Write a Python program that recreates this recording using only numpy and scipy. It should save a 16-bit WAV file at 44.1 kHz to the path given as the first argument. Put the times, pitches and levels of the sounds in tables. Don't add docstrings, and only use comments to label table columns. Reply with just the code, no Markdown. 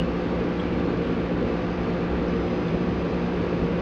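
import sys
import numpy as np
from scipy import signal
from scipy.fft import rfft, irfft
from scipy.io import wavfile
from scipy.ndimage import uniform_filter1d

SR = 44100
rng = np.random.default_rng(int(sys.argv[2]) if len(sys.argv) > 2 else 0)


def ratio_of_db(decibels):
    return 10 ** (np.asarray(decibels, float) / 20)


def materialize(psi):
    bounded = np.clip(np.atleast_2d(psi).T, -1, 1)
    quanta = np.round(bounded * 32767).astype(np.int16)
    wavfile.write(sys.argv[1], SR, quanta)


N = 168021

# [shaft order, level/dB]
SHAFT_ORDERS = [(1.0, -40.5), (3.0, -31.5), (5.0, -39), (6.0, -35.5), (7.0, -45.5), (8.0, -49.5),
                (10.0, -56.5), (14.0, -55.5), (16.0, -63), (17.0, -61.5), (20.0, -50.5), (26.0, -59.5),
                (30.0, -63), (31.0, -63.5), (33.0, -64.5), (34.0, -62), (40.0, -70.5), (62.0, -68),
                (68.0, -70), (69.0, -78), (70.0, -78), (71.0, -75.5), (72.0, -77.5), (73.0, -76.5),
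                (75.0, -77.5), (76.0, -80), (81.0, -84), (82.0, -72.5), (89.0, -86.5), (91.0, -86.5)]
SHAFT_HZ, WANDER_TURNS = 58.82, 0.0013
WOBBLE_HZ, WOBBLE_DEPTH = 1.6, 0.3

# [offset/steps of the beat rate, level/dB]
BEATING_TONES = [(0, -38), (-1, -45), (-2, -44)]
BEAT_TONE_HZ, BEATS_PER_S, BEAT_PEAK_S = 240.9, 2.82, 1.835

# [f/Hz, level/dB, pitch waver/Hz]
FAN_LINES = [(120.45, -46, .05), (248.8, -50, .3), (168.2, -49, .3), (299.7, -47, .15), (479.5, -54, 2)]

# [t/s, peak level/dB, f/Hz, ring t60/s]
BUBBLE_POPS = [(-.0012, -18.5, 2860, .019), (.0105, -34, 2880, .04), (.020, -36, 2850, .05),
               (.5955, -35, 3150, .022), (.5985, -32, 3280, .035), (.6045, -38, 3240, .03),
               (.798, -39, 3500, .016), (2.2815, -46, 5160, .03), (2.2965, -36, 2160, .03),
               (2.330, -38, 2050, .025), (2.482, -36, 2500, .018), (2.5015, -35, 2070, .035),
               (2.514, -42, 3750, .025), (1.869, -39, 2530, .025), (3.219, -37, 2530, .025),
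               (2.483, -38, 3200, .018), (2.504, -40, 2900, .03), (2.575, -41, 2500, .04),
               (2.683, -39, 3470, .03)]
BUBBLE_RISE_S, BUBBLE_GLIDE_PER_S = 0.00053, 0.67
FIZZ_PER_S, FIZZ_DB, FIZZ_SPREAD_DB = 250, -59, 2.5

# [start t/s, end t/s, start f/Hz, drift/(Hz/s), level/dB]
WHINE_TONES = [
    (1.4, 2.1, 4882, 25, -72),
    (2.2, 4.1, 4890, 12, -68),
    (2.15, 3.25, 5122, 14, -71),
    (1.4, 2.0, 5106, 20, -73),
    (-.2, 1.3, 4958, 3, -74),
    (2.1, 3.1, 4972, 6, -74),
    (2.6, 4.0, 5282, 10, -78),
]
WHINE_FADE_S, WHINE_FLUTTER_DB = 0.14, 2.5

# [f/Hz, level/dB per Hz]
RUSH_SPECTRUM = [(410, -38), (700, 0), (825, -1.5), (997, -2.5), (1170, -4.5), (1280, -7), (2550, -11),
                 (4920, -25), (5500, -30), (7150, -59), (12100, -120)]
# [f/Hz, width/Hz, lift (negative: dip)/dB]
TANK_MODES = [(770, 76, 2.5), (676, 19, -3), (725, 33, 0), (1102, 16, -3), (1118, 33, 5), (1223, 73, 3),
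              (1348, 68, 4), (1502, 68, 3.5), (1493, 14, -5.5), (1670, 100, 1.5), (2560, 370, 1),
              (5200, 190, -0.5)]
RUSH_DB = -37

# [f/Hz, level/dB per Hz]
RUMBLE_SPECTRUM = [(12, -36.5), (24, -9), (55, -6), (150, -2), (260, 0.5), (520, -2.5), (570, -7.5),
                   (720, -17)]
# [f/Hz, width/Hz, lift (negative:
# dip)/dB]
ROOM_MODES = [(44, 5, 3), (67.5, 11, 10), (105, 12, 6), (155, 5.5, -4), (167.7, 6.2, 7), (193.3, 12, 4.5),
              (219, 6.9, -2.5), (238, 8, -3), (352, 8, -2.5), (421, 11, -3), (430, 15, 1.5),
              (464, 13.2, 7.5), (508.8, 14, 6), (534, 14, 3.5), (582, 5.1, 3), (632.5, 28, 3.5)]
RUMBLE_DB = -27.5

# [t/s, level/dB]
CONVERTER_TICKS = [
    (1.0921, -53),
    (3.4561, -51),
    (1.4707, -62),
    (1.3665, -65),
    (1.1315, -65),
]
SLOWDOWN = 4
MIRROR_DB_PER_KHZ = -13.5
STOP_HZ, STOP_DB_PER_KHZ = 9500, -11.5
HISS_DB, HISS_TOP_HZ, HISS_ABOVE_DB = -87.5, 13100, -13
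OPENING_S, CLOSING_S = 0.0001, 0.001


def rotor():
    t = np.arange(N) / SR
    turns = SHAFT_HZ * t + WANDER_TURNS * slow(1.6, count=1)[0]
    drift = slow(1.1, count=4)
    out = np.zeros(N)
    for i, (order, db) in enumerate(SHAFT_ORDERS):
        phase, wobble_phase = 2 * np.pi * rng.random(2)
        depth = WOBBLE_DEPTH * (order > 40)
        wobble = 1 + depth * np.sin(2 * np.pi * WOBBLE_HZ * t + wobble_phase)
        level = ratio_of_db(db + 2.5 + 0.59 * drift[i % 4])
        out += level * wobble * np.sin(2 * np.pi * order * turns + phase)
    return out


def throb():
    t = np.arange(N) / SR - BEAT_PEAK_S
    out = np.zeros(N)
    for step, db in BEATING_TONES:
        hz = BEAT_TONE_HZ + step * BEATS_PER_S
        out += ratio_of_db(db) * np.sqrt(2) * np.cos(2 * np.pi * hz * t)
    return out


def fan():
    out = np.zeros(N)
    for (hz, db, width), drift in zip(FAN_LINES, slow(1.15, count=len(FAN_LINES))):
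        turns = np.cumsum(hz + width * drift) / SR + rng.random()
        out += ratio_of_db(db + 3.0) * np.sin(2 * np.pi * turns)
    return out


def bubble(hz, t60, glide):
    t = np.arange(4000) / SR
    envelope = np.minimum(t / BUBBLE_RISE_S, 1) * ratio_of_db(-60 * t / t60)
    return envelope * np.sin(2 * np.pi * hz * t * (1 + glide * t))


def bubbles():
    lead = 1000
    pops = np.zeros(N + 5000)
    for s, db, hz, t60 in BUBBLE_POPS:
        start = round(s * SR) + lead
        pops[start:start + 4000] += ratio_of_db(db) * bubble(hz, t60, BUBBLE_GLIDE_PER_S)
    births = rng.random(N) < FIZZ_PER_S / SR
    strength = births * ratio_of_db(FIZZ_SPREAD_DB * np.minimum(rng.exponential(1, N), 5))
    kind = rng.integers(0, 24, N)
    fizz = np.zeros(N)
    for k, hz in enumerate(np.geomspace(1500, 5200, 24)):
        ring = bubble(hz, 90 / hz, 8 * rng.random()) * (1500 / hz) ** 1.5
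        fizz += signal.oaconvolve(strength * (kind == k), ring)[:N]
    return pops[lead:N + lead] + ratio_of_db(FIZZ_DB) * evened(fizz)


def whines():
    t = np.arange(N) / SR
    out = np.zeros(N)
    for (start, end, hz, rise, db), flutter in zip(WHINE_TONES, slow(7.1, count=len(WHINE_TONES))):
        fade = np.clip(np.minimum(t - start, end - t) / WHINE_FADE_S, 0, 1)
        level = ratio_of_db(db + 3.5 + WHINE_FLUTTER_DB * flutter)
        turns = hz * (t - start) + rise * (t - start) ** 2 / 2
        out += fade * level * np.sin(2 * np.pi * turns)
    return out


def water_rush():
    return ratio_of_db(RUSH_DB) * noise(RUSH_SPECTRUM, TANK_MODES, patchy_db=0.57, swell_db=-0.12,
                                ripple_db=1.5, size=4096)


def air_rumble():
    return ratio_of_db(RUMBLE_DB) * noise(RUMBLE_SPECTRUM, ROOM_MODES, patchy_db=0.93, swell_db=1.0,
                                  ripple_db=1.16, size=8192)


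def noise(points, humps, patchy_db, swell_db, ripple_db, size):
    hop = size // 4
    frames, hz = N // hop + 5, np.fft.rfftfreq(size, 1 / SR)
    f, db = np.transpose(points)
    shape = np.interp(np.log(hz + 1), np.log(f + 1), db, right=-120)
    for at, width, lift in humps:
        shape = shape + lift * np.exp(-((hz - at) / width) ** 2 * 2)
    shape = shape + ripple_db * evened(rng.standard_normal(len(hz)))
    real, imag, patches = rng.standard_normal((frames, len(hz), 3)).T
    patches = uniform_filter1d(patches, size=12, axis=0)
    patches = evened(uniform_filter1d(patches, size=5, axis=1))
    swell = evened(uniform_filter1d(rng.standard_normal(frames), size=4))
    level = ratio_of_db(shape[:, None] + patchy_db * patches + swell_db * swell)
    z = (real + 1j * imag) * level
    return evened(signal.istft(z, nperseg=size, noverlap=size - hop)[1][:N])


def slow(rate_hz, count):
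    z = rfft(rng.standard_normal((count, N)))
    x = irfft(z / (1 + (np.fft.rfftfreq(N, 1 / SR) / rate_hz) ** 2), N)
    return x / x.std(axis=1, keepdims=True)


def evened(x):
    return x / np.sqrt(np.mean(x ** 2) + 1e-20)


def scene():
    pump = rotor() + throb()
    tank = bubbles() + water_rush()
    room = fan() + whines() + air_rumble()
    return (pump + tank + room)[None]


def band_limit(x):
    return signal.sosfilt(signal.butter(12, 16000, fs=SR, output="sos"), x)


def record(dry):
    margin = 2048
    total = N + 2 * margin
    hz, half_hz = np.fft.rfftfreq(total, 1 / SR), SR / SLOWDOWN / 2
    padded = np.pad(dry, ((0, 0), (margin, margin)), "reflect")
    limited = irfft(rfft(padded) * (hz < half_hz), total)
    sampled = limited * SLOWDOWN * (np.arange(total) % SLOWDOWN == 0)
    mirror_db = MIRROR_DB_PER_KHZ * np.maximum(hz - half_hz, 0) / 1000
    stop_db = STOP_DB_PER_KHZ * np.maximum(hz - STOP_HZ, 0) / 1000
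    rebuilt = irfft(rfft(sampled) * ratio_of_db(mirror_db + stop_db), total)[:, margin:-margin]
    t = np.arange(N) / SR
    opening = np.minimum(t / OPENING_S + 0.7, 1)
    closing = np.minimum(t[::-1] / CLOSING_S + 0.08, 1)
    mix = rebuilt * closing * opening
    hiss_level = ratio_of_db(HISS_DB + HISS_ABOVE_DB * (hz > HISS_TOP_HZ))
    mix = mix + irfft(rfft(rng.standard_normal(padded.shape)) * hiss_level, total)[:, :N]
    for s, db in CONVERTER_TICKS:
        mix[:, round(s * SR)] += ratio_of_db(db)
    return band_limit(mix)


dry = scene()
out = record(dry)
materialize(out)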